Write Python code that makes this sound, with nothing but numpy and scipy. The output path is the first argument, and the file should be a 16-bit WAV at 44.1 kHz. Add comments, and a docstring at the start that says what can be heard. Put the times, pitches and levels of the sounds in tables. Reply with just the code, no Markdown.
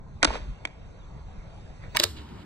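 """Soft, slightly patchy outdoor hiss and low rumble, then a toy skateboard lands, rattles and knocks on a table.
A phone with two microphone ports lies close by; a single faint bird chirp comes from far away.
Most of it plays in slow motion at half speed, which halves every pitch; the last knocks run at full speed.
Knocks and slides are clicks ringing one modelled body of deck and table; shakes and bird are sines.
The air is shaped random spectra, and dying noise throws the knocks and slides back from walls and ground."""
import sys
import numpy as np
from scipy import signal
from scipy.fft import rfft, irfft
from scipy.io import wavfile
from scipy.ndimage import uniform_filter1d

SR = 44100
rng = np.random.default_rng(int(sys.argv[2]) if len(sys.argv) > 2 else 0)


def waveform_to_disk(signal):
    """Save audio, clipped to [-1, 1], as 16-bit WAV at the path in sys.argv[1]."""
    frames = np.transpose(np.atleast_2d(signal))
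    scaled = np.clip(frames, -1, 1) * 32767
    samples = np.round(scaled).astype(np.int16)
    wavfile.write(sys.argv[1], SR, samples)


N = 108045

FULL_SPEED_S = 1.966  # slow motion ends here
# "slow" marks pitches and times as heard at half speed: speed 2 doubles such pitches and halves such times
THUD_TOP_SLOW_HZ = 392  # rings and crack below this are the thud
AIR_TOP_HZ, NEAR_TOP_HZ = 13600, 15700  # at full speed air and echoes lose their treble below the knocks


def amp(db):
    """Decibels to amplitude factor."""
    return 10 ** (np.asarray(db) / 20)


def evened(x):
    """Scale to an rms of one."""
    return x / np.sqrt(np.mean(x ** 2) + 1e-20)


def read(points, hz, column=1):
    """Read a table along a logarithmic pitch axis."""
    table = np.array(points)
    return np.interp(np.log(hz + 1), np.log(table[:, 0] + 1), table[:, column])


def curve(points, t, column=1):
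    """Read a table along time."""
    table = np.array(points)
    return np.interp(t, table[:, 0], table[:, column])


def add(mix, s, sound):
    """Lay a sound into the mix from s seconds on, cut at the end of the scene."""
    part = mix[..., round(s * SR):][..., :sound.shape[-1]]
    part += sound[..., :part.shape[-1]]


def speed_at(s):
    """1 in slow motion, 2 at full speed."""
    return 1 if s < FULL_SPEED_S else 2


def air(speed):
    """Outdoor air: random spectra, equally uneven in bass and treble; two unrelated draws."""
    # spectrum of the air: slow_hz, relative level_db per Hz
    air_colour = [(12, -41), (22, -8.5), (33, -0.5), (49, -1), (81, -8), (120, -9.5), (180, -11.5),
                  (250, -23), (700, -24.5), (1200, -31), (2500, -34.5), (4500, -41.5), (7000, -45.5),
                  (8800, -53), (9500, -66), (10200, -92)]
    # loudness of the air before the ports: time_s, level_db
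    air_loudness = [(0, -42.5), (.6, -42.5), (.9, -42), (1.3, -42), (1.9, -42.5), (1.97, -43),
                    (2.15, -44.5), (2.45, -42.5)]
    # shift of the treble, growing from 1 to 2 kHz (slow) and full above: time_s, shift_db
    treble_shift = [(0, -12), (.2, -5), (.5, -1.5), (.75, -6), (1.9, -0.5), (2.1, 14), (2.2, -1.5),
                    (2.45, -5.5)]
    patch_db = 2.5  # rms unevenness over pitch and time
    fast_tilt_db = -1.5  # per octave above 2 kHz, times (speed - 1)

    frames, hz = N // 512 + 5, np.fft.rfftfreq(2048, 1 / SR)
    a, b, c, d, patches = rng.standard_normal((frames, 1025, 5)).T
    patches = uniform_filter1d(patches, size=16, axis=0)  # smooth over pitch
    patches = evened(uniform_filter1d(patches, size=5, axis=1))  # smooth over time

    treble_share = np.clip(np.log2(hz / speed / 1000 + 1e-3), 0, 1)[:, None]
    treble_db = treble_share * curve(treble_shift, np.arange(frames) * 512 / SR)
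    treble_db = treble_db + (speed - 1) * fast_tilt_db * np.log2(np.maximum(hz / 2000, 1))[:, None]

    colour_db = read(air_colour, hz / speed)[:, None]
    spectra = np.array([a + 1j * b, c + 1j * d]) * amp(colour_db + patch_db * patches + treble_db)
    noise = signal.istft(spectra, nperseg=2048, noverlap=1536)[1][:, :N]
    return amp(curve(air_loudness, np.arange(N) / SR)) * evened(noise)


def body(speed, favoured_hz, tilt_db, ring_db, thud_db):
    """Answer of deck and table to one click: a bare crack plus the rings, two spots for the two ports."""
    # resonances of deck and table top: slow_hz, relative level_db, slow_t60_s
    deck_rings = [(179, -10.5, 0.074), (297, -1.5, .05), (460, 2, 0.04), (634, -2.5, 0.035),
                  (908, -2.5, 0.024), (1123, -6.5, 0.053), (1463, -3, 0.016), (1920, 2.5, 0.0083),
                  (2390, -3, 0.017), (3370, 1.5, 0.007), (4150, -5.5, 0.013), (6040, -30, .01),
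                  (8000, -29.5, .009)]
    # spectrum of the bare crack: slow_hz, relative level_db
    crack_colour = [(100, -1.5), (400, 7), (1000, 5.5), (2500, 3), (5000, -3.5), (8500, -17), (9600, -29),
                    (10500, -43)]
    favour_db = 18  # loss per octave away from the favoured pitch

    t, hz = np.arange(4096) / SR, np.fft.rfftfreq(4096, 1 / SR)
    # the thud share is full below its top and gone half an octave above
    thud_share = np.clip(2 * np.log2(np.sqrt(2) * THUD_TOP_SLOW_HZ * speed / (hz + 1)), 0, 1)
    bright_db = tilt_db * np.log2(hz / speed / 2000 + 0.023)
    log_gain = np.log(amp(read(crack_colour, hz / speed) + bright_db + thud_db * thud_share))
    # minimum phase: the crack starts at once
    full = np.r_[log_gain, log_gain[-2:0:-1]]
    crack = np.fft.ifft(np.exp(full - 1j * signal.hilbert(full).imag)).real

    f, db, t60 = np.array(deck_rings).T[:, :, None]
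    above_thud_db = ring_db - favour_db * abs(np.log2(f / favoured_hz))
    share_db = np.where(f < THUD_TOP_SLOW_HZ, thud_db, above_thud_db)
    size = amp(db + share_db - 60 * t * speed / t60) * np.sqrt(speed / t60 / SR) * 6
    onset = 1 - np.exp(-2 * f * speed * t)
    start_phase = rng.random((2, len(deck_rings), 1))  # in turns
    rings = (size * onset * np.sin(2 * np.pi * (f * speed * t + start_phase))).sum(1)
    return rings + crack / np.linalg.norm(crack)


def knock(s, level_db, favoured_hz, tilt_db, swell, chatter, ring_db, thud_db):
    """A blow is a quick chatter of contacts that swells and dies; each contact rings the body."""
    main_contact = 3.6  # size of the main contact among the chatter, before squaring
    speed, swell = speed_at(s), max(swell, 1e-4)
    t = np.arange(-.02, .06, 1 / SR)
    dying = amp(-60 * np.maximum(t, 0) * speed / chatter)
    shape = np.where(t < 0, np.exp(np.minimum(t, 0) / swell), dying)
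    contacts = rng.standard_normal((2, len(t)))
    contacts[:, np.argmax(shape)] = main_contact
    clicks = contacts * abs(contacts) * shape  # signed squares: a few contacts stand out
    sound = signal.fftconvolve(clicks, body(speed, favoured_hz, tilt_db, ring_db, thud_db), axes=1)
    # loudest rms over 2 ms, each port by itself
    loudest = np.sqrt(np.max(uniform_filter1d(sound ** 2, size=88), axis=1, keepdims=True))
    return s - .02, amp(level_db) * .5 * sound / loudest


def yard(x, speed):
    """Dull dying noise: walls and ground throw the near sounds back."""
    level_db, slow_t60_s, slow_rise_s, dull_slow_hz = -26.5, 0.67, 0.016, 4000
    t = np.arange(SR // 2) / SR
    fade = amp(-60 * t * speed / slow_t60_s) * np.minimum(t * speed / slow_rise_s, 1)
    tail = rng.standard_normal((2, len(t))) * fade
    tail = signal.lfilter(*signal.butter(1, dull_slow_hz * speed, fs=SR), tail)
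    return amp(level_db) * signal.fftconvolve(x, tail / np.linalg.norm(tail[0]), axes=1)[:, :N]


def slide(favoured_hz, tilt_db, ring_db, points):
    """Deck sliding and rattling: dense small clicks of uneven size into the same body."""
    grains_per_slow_s, grain_spread_db, thud_db = 2000, 1, -5
    t = np.arange(points[0][0], points[-1][0], 1 / SR)
    speed = speed_at(t.mean())
    sizes = amp(grain_spread_db * np.minimum(rng.exponential(1, (2, len(t))), 4))
    clicks = sizes * rng.choice([-1, 1], (2, len(t)))
    clicks = clicks * (rng.random((2, len(t))) < grains_per_slow_s * speed / SR)
    sound = signal.fftconvolve(clicks, body(speed, favoured_hz, tilt_db, ring_db, thud_db), axes=1)
    sound = evened(sound[:, :len(t)])
    return t[0], amp(curve(points, t)) * signal.windows.tukey(len(t), .1) * sound


def shake(s, level_db, hz, rise, t60):
    """A low wobble or hum of the table frame: a sine that builds up and dies."""
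    t = np.arange(0, .5, 1 / SR)
    build = np.sin(np.pi / 2 * np.minimum(t / rise, 1)) ** 2
    return s, build * amp(level_db - 60 * t / t60) * np.sin(2 * np.pi * hz * t)


def bird():
    """One thin whistle far away: a sine whose pitch mostly falls."""
    # path of the chirp as heard: time_s, pitch_hz, level_db before the ports
    chirp_path = [(.978, 4030, -78), (.995, 3900, -65.5), (1.012, 3680, -66), (1.025, 3410, -66),
                  (1.045, 3430, -62), (1.06, 3230, -81)]
    t = np.arange(chirp_path[0][0], chirp_path[-1][0], 1 / SR)
    turns = np.cumsum(curve(chirp_path, t)) / SR
    return t[0], amp(curve(chirp_path, t, column=2)) * np.sin(2 * np.pi * turns)


def ports(pair, speed, top_hz, column):
    """The right port gets part of the left's sound, later and phase-turned, and part of its own."""
    # the two ports: slow_hz, extra phase of left_rad, left minus right_db,
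    # likeness of near sounds (0 to 1), likeness of the air (0 to 1)
    port_pair = [(30, -.45, 0, .97, .97), (90, -.7, 0, .94, .96), (200, -1.3, 1, .75, .8),
                 (350, -2.2, 4, .65, .15), (800, -2.6, 1, .75, .75), (1200, -2.6, -4, .4, .45),
                 (1750, -3.4, -5, .7, .7), (2150, -5, -5, .6, .3), (2600, -6.4, -1, .9, .7),
                 (3000, -5.7, 0, .9, .9), (6000, -5.9, 0, .95, .97), (9000, -6.6, 0, .92, .97)]
    lead_slow_s = 0.0004783  # the left port hears first
    edge_slow_hz, edge_fall_db = 9750, 4  # treble end of the microphone; fall per slow Hz
    top_fall_db = 3  # per Hz as heard

    hz = np.fft.rfftfreq(N, 1 / SR) / speed
    edge_db = -edge_fall_db * np.maximum(hz - edge_slow_hz, 0)
    top_db = -top_fall_db * np.maximum(hz * speed - top_hz, 0)
    a, b = rfft(pair) * amp(edge_db + top_db)
    same = np.clip(read(port_pair, hz, column), 0, 1)
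    # half of the level and phase difference goes to each port
    phase = 2 * np.pi * hz * lead_slow_s + read(port_pair, hz)
    turn = amp(read(port_pair, hz, column=2) / 2) * np.exp(.5j * phase)
    right = same * a + np.sqrt(1 - same ** 2) * b
    return irfft(np.array([a * turn, right / turn]), N)


def scene():
    """Near and far sounds at both speeds, each heard through the two ports."""
    # knocks: peak_s, level_db (2 ms rms against half of full scale, before the ports), favoured pitch slow_hz,
    # brightness_db per octave, swell before the peak_s, chatter slow_t60_s, ring_db, low thud_db
    knock_rows = [(0.223, -29, 1800, -10.5, 0.0022, 0.026, -4.5, -9.5),
                  (0.2293, -6.5, 1460, 6, 0.00027, 0.028, 0.5, -12),
                  (0.2329, -9.5, 1910, -3, 0.00046, 0.043, -17, -7),
                  (0.247, -6.5, 1053, 7.5, 0.00089, 0.018, 0, -7.5),
                  (.251, -6, 1480, 0, 0.00022, 0.011, -3.5, -11.5),
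                  (0.2678, -32, 4200, 12.5, .001, 0.013, -1.5, -15.5),
                  (.275, -21.5, 630, -4, 0.00058, 0.0069, 1.5, -14.5),
                  (.289, -27.5, 640, -5, 0.0012, .015, 6.5, -16),
                  (0.3042, -19, 880, -14, .0002, 0.0022, 11, -23.5),
                  (0.3364, -27, 1060, -3, 0.0024, 0.042, 8.5, -14),
                  (0.3547, -23.5, 660, -6.5, 0.00028, 0.013, 3, -18.5),
                  (0.6524, -15.5, 2500, 1.5, 0.00032, 0.016, 4.5, -17),
                  (0.674, -36.5, 2480, 0.5, .001, 0.017, -3, -11),
                  (1.9499, -19.5, 910, 1.5, 0.002, 0.19, 3.5, -7),
                  (1.9647, -20.5, 5000, 9.5, 0.00082, 0.015, 4, -20),
                  (1.9698, -7.5, 1200, 6, 0.00049, 0.012, 8.5, -27),
                  (1.976, -29, 1100, 0, .0005, 0.011, 13.5, -16),
                  (1.991, -22.5, 2400, -10, 0.0011, 0.063, 10.5, -14.5),
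                  (2., -4.5, 2120, 5, 0.0015, 0.007, 6.5, -5.5),
                  (2.006, -20, 1910, -3.5, 0.00088, 0.015, -5, -8),
                  (2.03, -27, 1930, 6.5, 0.00092, 0.018, -12, 1),
                  (2.035, -14.5, 1400, -0.5, 0.002, 0.023, 5, -17),
                  (2.0381, -7, 2030, 4, 0.00072, 0.027, -1.5, -8.5),
                  (2.041, -9.5, 2400, 1, 0.00033, 0.0045, 8.5, -0.5),
                  (2.051, -32, 1930, 9, 0.00071, 0.018, 1, 7),
                  (1.838, -39, 1700, -7, 0.00038, 0.04, -1.5, -24.5),
                  (2.167, -46, 1563, -5, 0.0011, 0.054, 1.5, -21.5),
                  (2.218, -47, 1340, -6.5, .001, 0.025, 1.5, -20),
                  (2.29, -44.5, 1470, -23, 0.00063, .02, 3.5, -24)]
    # slides: favoured pitch slow_hz, brightness_db per octave, ring_db, path of (time_s, level_db before the ports)
    slide_rows = [(780, 0, 2, [(.255, -45), (.275, -36), (.30, -35), (.322, -41), (.335, -35.5),
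                  (.365, -37.5), (.39, -47.5), (.5, -65)]), (1940, -3.5, 1, [(1.81, -60), (1.84, -50.5),
                  (1.885, -62.5), (1.9, -81), (1.935, -76), (1.96, -34)]), (1930, -1, -2.5, [(1.97, -35),
                  (1.985, -49), (2.01, -35.5), (2.03, -32), (2.05, -35.5), (2.075, -45), (2.13, -66)]),
                  (1520, -11, 6, [(2.14, -72.5), (2.17, -45), (2.225, -56), (2.25, -60.5), (2.38, -62),
                  (2.405, -56.5), (2.44, -57)]), (450, -10, 7.5, [(2.15, -55), (2.17, -60), (2.2, -55.5),
                  (2.26, -53.5), (2.31, -55.5), (2.38, -54.5), (2.42, -59)])]
    # table shakes as heard: start_s, level_db before the ports, pitch_hz, rise_s, t60_s
    shake_rows = [(0.263, -21, 53, 0.027, 0.26), (.41, -23.5, 46, 0.017, 0.17),
                  (.475, -25, 44.4, 0.017, 0.29), (1.19, -30.5, 55, 0.025, 0.14),
                  (1.331, -41, 39.2, 0.02, 0.17), (1.998, -29.5, 347.7, 0.0023, 0.21),
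                  (2.037, -32, 350.7, 0.0035, 0.17), (2.038, -32, 442, 0.0029, .15),
                  (2.042, -27.5, 91.6, 0.018, 0.2), (2.081, -34.5, 71.6, 0.028, 0.76),
                  (2.386, -34.5, 78.4, 0.019, 0.14)]

    near, far = np.zeros((2, 2, N)), np.array([air(1), air(2.08)])  # speed, port, sample
    for s, sound in [knock(*row) for row in knock_rows] + [slide(*row) for row in slide_rows]:
        add(near[speed_at(s + .02) - 1], s, sound)
    for s, sound in [shake(*row) for row in shake_rows] + [bird()]:
        add(far[speed_at(s) - 1, 0], s, sound)

    # the far sounds cross over to full speed within 20.5 ms
    fast = np.clip((np.arange(N) / SR - FULL_SPEED_S) / 0.0205, 0, 1)
    out = ports(far[0], 1, AIR_TOP_HZ, column=4) * np.sqrt(1 - fast)
    out = out + ports(far[1], 2.02, AIR_TOP_HZ, column=4) * np.sqrt(fast)
    for speed in (1, 2):
        direct = near[speed - 1]
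        out = out + ports(direct, speed, NEAR_TOP_HZ, column=3)
        out = out + ports(yard(direct, speed), speed, AIR_TOP_HZ, column=3)
    return out


def record(dry):
    """The loudest peaks are rounded off; then the band limit."""
    headroom, edge_hz = 3.0, 16600  # headroom in units of full scale
    held = headroom * np.tanh(dry / headroom)
    low_pass = signal.firwin(1023, edge_hz, window=("kaiser", 12), fs=SR)
    return signal.oaconvolve(held, low_pass[None], "same")


dry = scene()
out = record(dry)
waveform_to_disk(out)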